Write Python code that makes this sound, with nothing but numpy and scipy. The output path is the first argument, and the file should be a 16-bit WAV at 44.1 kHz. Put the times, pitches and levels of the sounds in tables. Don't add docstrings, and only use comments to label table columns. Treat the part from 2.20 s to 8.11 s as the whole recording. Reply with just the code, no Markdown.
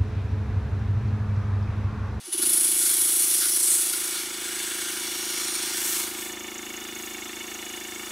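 import sys
import numpy as np
from scipy import signal
from scipy.fft import rfft, irfft
from scipy.io import wavfile
from scipy.ndimage import uniform_filter1d

SR = 44100
rng = np.random.default_rng(int(sys.argv[2]) if len(sys.argv) > 2 else 0)


def generate_wav(signal):
    frames = np.transpose(np.atleast_2d(signal))
    scaled = np.clip(frames, -1, 1) * 32767
    pcm = np.round(scaled).astype(np.int16)
    wavfile.write(sys.argv[1], SR, pcm)


N = 260631
T = np.arange(N) / SR


# multiple of the stroke rate, relative level in dB.
HUM_LIGHT_PARTIALS = [(1, -48), (2, -25.5), (3, -17), (4, -29), (5, -42), (6, -23.5), (7, -43), (8, -10.5),
                      (9, -20.5), (10, -12), (11, -5.5), (12, -3.5), (13, 1), (14, -4.5), (15, -21),
                      (16, -27), (17, -24), (18, -15.5), (19, -39), (20, -13), (21, -44), (22, -35),
                      (23, -30), (24, -30), (25, -39), (26, -15.5), (27, -12)]
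# multiple of the stroke rate, relative level in dB.
HUM_LOADED_PARTIALS = [(1, -40), (2, -11), (3, -11), (4, -15), (5, -38), (6, -18), (7, -20), (8, 2),
                       (9, 4.5), (10, -13), (11, 1.5), (12, 1), (13, 3.5), (14, 1.5), (15, -45), (16, -17),
                       (17, -25), (18, -13), (19, -25), (20, -18), (21, -31), (22, -28), (23, -16),
                       (24, -39), (25, -28), (26, -17), (27, -6)]

def hum(turns, speed, pressure, smear=0.0658, flutter_turns=0.00053, soft_db=7):
    order, light_db = np.transpose(HUM_LIGHT_PARTIALS)
    loaded_db = np.transpose(HUM_LOADED_PARTIALS)[1]
    share = speed / speed[-1]
    strain = 0.92 * np.clip(2 * share - 1, 0, 1) ** 2 * np.exp(-T / 0.43)
    load = np.clip(pressure ** 2 + strain, 0, 1)
    lead_turns = 0.13 + 0.2 * load
    body_low, body_high = 7, 10
    crank = turns + flutter_turns * wander(21)
    centre = order[np.argmax(light_db)]
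    partials = np.zeros(N)
    for k in range(1, 2 * len(order)):
        place = k * share
        db = (1 - load) * np.interp(place, order, light_db, right=-90)
        db += load * np.interp(place, order, loaded_db, right=-90)
        db -= soft_db * np.maximum(1 - share, 0) * abs(place - centre)
        ahead = lead_turns * (np.clip(place, body_low, body_high) - body_high)
        phase = 2 * np.pi * (k * crank + ahead) + smear * (place - centre) ** 2
        partials += share * from_db(db) * np.cos(phase)
    return hum_gain() * unit(partials)


# time in seconds, level in dB before the starting kick.
HUM_LEVELS = [(.45, -43), (1.2, -44.5), (3, -42), (3.95, -41.5), (4.35, -45), (5.9, -45.5)]

def hum_gain(on_s=.05, rise_s=0.015):
    switch = np.clip((T - on_s) / rise_s, 0, 1)
    kick_db = 7.5 * np.exp(-((T - .175) / 0.097) ** 2)
    return switch * from_db(follow(HUM_LEVELS, T)[0] + kick_db)


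def intake_tube(x, ring_hz=354, width_hz=14, share=0.15):
    return (1 - share / 2) * x + share * resonate(x, ring_hz, width_hz)


# frequency in Hz, width in Hz, relative level in dB.
HEAD_MODES = [(1290, 83, -11.5), (1776, 59, -3.5), (2207, 63, 0), (2764, 48, -3), (2920, 19, 3),
              (3490, 88, -6.5)]

def pump_head(turns, speed, pressure, rasp_db=-42, knock=1.25, pipe_db=-49):
    knocks = tap(turns + 0.0018 * wander(36), .82) + .5 * tap(turns + .01 * wander(30), .92)
    rush = snap(turns, 0.74, decay=0.27) * gate(turns, 0.98, spread=0.11) * rng.standard_normal(N)
    rasp = ring(unit(rush) + knock * unit(knocks), HEAD_MODES) * per_stroke(turns, 0.64, spread_db=0.34)
    tail = gate(turns, 0.18, spread=0.26) * rng.standard_normal(N)
    pipe = unit(resonate(resonate(tail, 3573, 82), 3465, 200))
    force = np.clip(pressure, 0, 1) ** 0.41 * (speed / speed[-1]) ** 2
    return force * (from_db(rasp_db) * rasp + from_db(pipe_db) * pipe)


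# frequency in Hz, width in Hz, relative level in dB.
REED_MODES = [(5830, 82, -9), (6577, 56, 1), (6920, 260, -15), (7120, 80, -8.5), (7370, 230, -11),
              (7800, 270, -29)]

def outlet_reed(turns, pressure, squeak_db=-44, breath=0.2):
    slaps = tap(turns, .52) + tap(turns + 0.0009 * wander(28), .655)
    flow = gate(turns, 0.54, spread=.035) * rng.standard_normal(N)
    squeak = ring(unit(slaps) + breath * unit(flow), REED_MODES) * per_stroke(turns, .3, spread_db=-1.75)
    return from_db(squeak_db) * np.clip(pressure, 0, 1) * squeak


# start and end in seconds,
# pitch in Hz, width in Hz, level in dB before the throb.
LIP_WHISTLES = [(0.03, .35, 2910, 250, -45.5), (0.03, 0.668, 10130, 320, -27),
                (0.123, 0.14, 9500, 1800, -28.5), (0.195, 0.524, 9500, 2000, -27),
                (.55, 1.6, 10540, 700, -40), (0.754, 0.865, 10500, 2400, -25),
                (0.903, 1.613, 5600, 1900, -34.5), (1.33, 1.95, 8470, 200, -53),
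                (1.347, 1.646, 8600, 2190, -24), (2.046, 2.75, 7900, 200, -39.5),
                (2.1, 2.81, 1610, 450, -44), (2.113, 3, 9160, 704, -39), (2.653, 3.85, 5630, 480, -39),
                (2.7, 3.8, 6750, 400, -44), (2.9, 3.8, 4190, 350, -42.5), (3.137, 3.6, 9040, 340, -35.5),
                (3.5, 3.9, 6940, 2600, -35.5)]

def leak(turns, pressure, throb_db=3, start_throb_db=7, sputter_db=0.88, tremor_db=.5):
    air = noise(jet_colour)
    for start, end, hz, width, db in LIP_WHISTLES:
        air = air + from_db(db) * arch(T, start, end) * whistle(hz, width)
    arrived = np.clip((T - 0.1205) / .003, 0, 1)
    trickle_db = -3.5 * (1 - arrived)
    surge = gate(turns, 0.74, spread=0.21)
    depth_db = throb_db * (1 - .5 * pressure) + start_throb_db * np.exp(-(T / 0.26) ** 2) * arrived
    unsteady_db = sputter_db * wander(170) + tremor_db * nozzle_gap(T) * wander(12)
    return air * from_db(trickle_db + depth_db * (surge - surge.mean()) + unsteady_db)


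def whistle(hz, width_hz):
    return unit(resonate(resonate(rng.standard_normal(N), hz, width_hz), hz, width_hz))


# time in seconds, density in dB per Hz before colouring.
JET_FLOW = [(0, -82.5), (.15, -79.5), (.24, -74), (.48, -73), (.72, -71.5), (1.25, -73), (1.9, -72.5),
            (2.12, -76), (2.4, -74), (3.3, -73), (3.8, -73), (3.92, -78.5), (4.08, -82), (4.16, -87.5),
            (5.9, -84)]
# low rush in dB, fizz in dB,
# then the gap resonance's lift in dB, frequency in Hz and width in Hz.
GAP_COLOURS = [(3.5, 1, 5, 7400, 1300), (-1.5, -5.5, 4, 9130, 3130), (-7, -0.5, 13.5, 10150, 4360)]
# start and end in seconds, fizz in dB.
JET_FLARES = [(0.872, 1.38, 2), (1.394, 1.698, -0.5), (3.514, 3.924, 8), (3.947, 4.14, 4),
              (4.72, 4.97, 4.5)]
# frequency in Hz, width in Hz, nominal lift in dB.
CAVITY_MODES = [(1450, 280, 6.4), (2230, 170, 6), (2894, 257, 3.8), (3434, 240, 6.4), (4186, 273, 3.9),
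                (4535, 107, 2.8), (5445, 93, 3.6), (5703, 154, 4.1), (6167, 321, 3.1), (6571, 131, 2.8),
                (7054, 311, 3), (7932, 180, 5.4), (8430, 250, 3), (8984, 273, 2.6), (9372, 290, 6.2),
                (9901, 136, 3.2), (10374, 300, 4.8), (11423, 304, 2.6), (12031, 300, 4.4),
                (12830, 106, 3.4)]

def jet_colour(hz, t, patchy_db=1.1, open_depth=1.08, seated_depth=0.68):
    gap = nozzle_gap(t)
    rush_db, fizz_db, gap_db, gap_hz, gap_width = (
        np.interp(gap, [0, .5, 1], column) for column in np.transpose(GAP_COLOURS))
    flare_db = sum(lift_db * arch(t, start, end) for start, end, lift_db in JET_FLARES)
    flare_body = 0.14
    flow_db = follow(JET_FLOW, t)[0] + flare_body * flare_db
    slow_jet_db = -16.5 * np.exp(-(t / 0.17) ** 2)
    fizz_db = fizz_db + (1 - flare_body) * flare_db + slow_jet_db
    db = flow_db + rush_db * spectrum([(1400, 1), (5000, 0)], hz)
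    db += fizz_db * spectrum([(5000, 0), (14000, 1)], hz)
    db += spectrum([(100, -65), (600, -21.0), (900, -4.5), (1300, -3.5), (5000, -1),
                    (10000, -1.5), (14000, -1.0), (16000, -5)], hz)
    db += gap_db * bell(hz, gap_hz, gap_width)
    cavity_db = sum(lift * bell(hz, centre, width) for centre, width, lift in CAVITY_MODES)
    db += np.interp(gap, [0, .5], [seated_depth, open_depth]) * cavity_db
    patches = uniform_filter1d(rng.standard_normal(db.shape), size=5, axis=0)
    patches = uniform_filter1d(patches, size=50, axis=1)
    return db + patchy_db * unit(patches)


# time in seconds, gap (1 loose, .5 pressed in, 0 seated).
NOZZLE_PATH = [(.4, 0.99), (.82, 1), (1.25, 0.93), (1.5, 1), (1.8, .77), (2.1, 0.51), (3.85, 0.4),
               (4.22, .01), (4.7, .03), (5.9, 0.11)]

def nozzle_gap(t):
    return np.clip(follow(NOZZLE_PATH, t)[0], 0, 1)


def back_pressure(full=0.85, seal_power=0.97, fill_s=.07):
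    keep = np.exp(-1 / (fill_s * SR))
    seal = (1 - nozzle_gap(T)) ** seal_power
    return full * signal.lfilter([1 - keep], [1, -keep], seal)


# start in seconds, length in seconds, level in dB.
JOINT_SPITS = [(0.117, 0.025, -38), (0.21, 0.052, -35.5), (0.595, 0.089, -38), (1.138, 0.018, -33),
               (1.196, 0.081, -30.5), (1.731, .018, -30), (1.922, 0.1, -34)]

def spits():
    colour = [(400, -55), (1000, -17), (1400, 9.0), (2400, -8),
              (3400, 6), (4500, 7.5), (7000, -3), (15000, -7)]
    gush = unit(steady_noise(colour))
    return gush * sum(from_db(db) * np.interp(T, [s, s + 0.31 * length, s + length], [0, 1, .5], right=0)
                      for s, length, db in JOINT_SPITS)


# time in seconds, chuffs per second, level in dB.
EXHAUST_BEAT = [(2.95, 2, -85), (3.2, 7.5, -47.5), (4.2, 10, -50.5), (5.3, 9, -50), (5.9, 11, -54)]

def chuffs():
    rate, level_db = follow(EXHAUST_BEAT, T)
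    puffs = gate(np.cumsum(rate) / SR, .5, spread=.28)
    chimney = steady_noise([(200, -13), (500, -14.5), (800, 1.5), (1300, -16), (2500, 2), (8000, -23.5)])
    return from_db(level_db) * unit(chimney * puffs)


# frequency in Hz, relative density in dB.
WHIRR_SPECTRUM = [(20, -104), (45, -89), (100, -86), (200, -81), (400, -74.5), (520, -79), (630, -80.5),
                  (750, -73), (1000, -75.5), (1350, -75), (1700, -78), (3000, -86), (6000, -80.5),
                  (16000, -105)]

def motor(speed, pressure, load_db=3):
    return steady_noise(WHIRR_SPECTRUM) * speed / speed[-1] * from_db(load_db * (pressure - 2.5))


def bench_reflections(x, count=90, reflected_db=-8.5):
    delay_s = rng.uniform(.003, .04, count)
    echoes = rng.choice([-1, 1], count) * np.exp(-delay_s / .02)
    response = np.zeros(SR // 20)
    np.add.at(response, (delay_s * SR).astype(int), echoes)
    response *= from_db(reflected_db) / np.linalg.norm(response)
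    response[0] = 1
    return signal.oaconvolve(x, response / np.linalg.norm(response))[:N]


# frequency in Hz, density in dB per Hz.
ROOM_SPECTRUM = [(20, -104), (50, -102), (120, -101.5), (300, -93), (1000, -99), (4000, -100),
                 (16000, -112)]

def room_tone():
    return steady_noise(ROOM_SPECTRUM)


def from_db(db):
    return 10 ** (np.asarray(db) / 20)


def unit(x):
    return x / np.sqrt(np.mean(x ** 2) + 1e-20)


def follow(rows, t):
    s, *columns = np.transpose(rows)
    return [np.interp(t, s, column) for column in columns]


def spectrum(points, hz):
    f, db = np.transpose(points)
    return np.interp(np.log(hz + 1), np.log(f), db)


def wander(hz):
    f = np.fft.rfftfreq(N, 1 / SR)
    return unit(irfft(rfft(rng.standard_normal(N)) * np.exp(-(f / hz) ** 2), N))


def noise(colour):
    hz, t, white = signal.stft(rng.standard_normal(N), SR, nperseg=768, noverlap=576)
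    shaped = white * from_db(colour(hz[:, None], t))
    return np.sqrt(SR / 2) * signal.istft(shaped, SR, nperseg=768, noverlap=576)[1][:N]


def steady_noise(points):
    return noise(lambda hz, t: spectrum(points, hz))


def bell(hz, centre_hz, width_hz):
    return 1 / (1 + (2 * (hz - centre_hz) / width_hz) ** 2)


def resonate(x, hz, width_hz):
    turn = np.exp(2j * np.pi * np.cumsum(hz * np.ones(N)) / SR)
    r = np.exp(-np.pi * width_hz / SR)
    return 2 * (turn * signal.lfilter([1 - r], [1, -r], x / turn)).real


def ring(x, modes):
    return unit(sum((-1) ** k * from_db(db) * resonate(x, hz, width)
                    for k, (hz, width, db) in enumerate(modes)))


def arch(t, start, end):
    return np.sin(np.pi * np.clip((t - start) / (end - start), 0, 1))


def gate(turns, at, spread):
    return np.exp(-.5 * (((turns - at + .5) % 1 - .5) / spread) ** 2)


def snap(turns, at, decay):
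    return np.exp(-((turns - at) % 1) / decay)


def tap(turns, at):
    return np.diff(np.floor(turns - at), prepend=np.floor(turns[0] - at))


def per_stroke(turns, at, spread_db):
    stroke = np.floor(turns - at).astype(int)
    return from_db(spread_db * rng.standard_normal(stroke.max() + 4)[stroke])


# time in seconds, strokes per second.
STROKE_RATE = [(0, 8), (.12, 15), (.22, 26.3), (.3, 27.6), (.6, 27.26), (1.2, 27.17), (2.2, 27.13),
               (3.9, 27.14), (4.4, 27.04), (5.9, 27.1)]

def scene():
    speed, = follow(STROKE_RATE, T)
    pressure = back_pressure()
    turns = np.cumsum(speed) / SR + .08
    valves = outlet_reed(turns, pressure) + pump_head(turns, speed, pressure)
    compressor = intake_tube(hum(turns, speed, pressure)) + valves + motor(speed, pressure)
    locomotive = bench_reflections(leak(turns, pressure) + spits() + chuffs())
    mix = compressor + locomotive + room_tone()
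    return np.array([mix, mix])


def record(dry):
    cutoff_hz = 15750
    taps = signal.firwin(1023, cutoff_hz, window=("kaiser", 9), fs=SR)
    return signal.oaconvolve(dry, taps[None], "same")


dry = scene()
out = record(dry)
generate_wav(out)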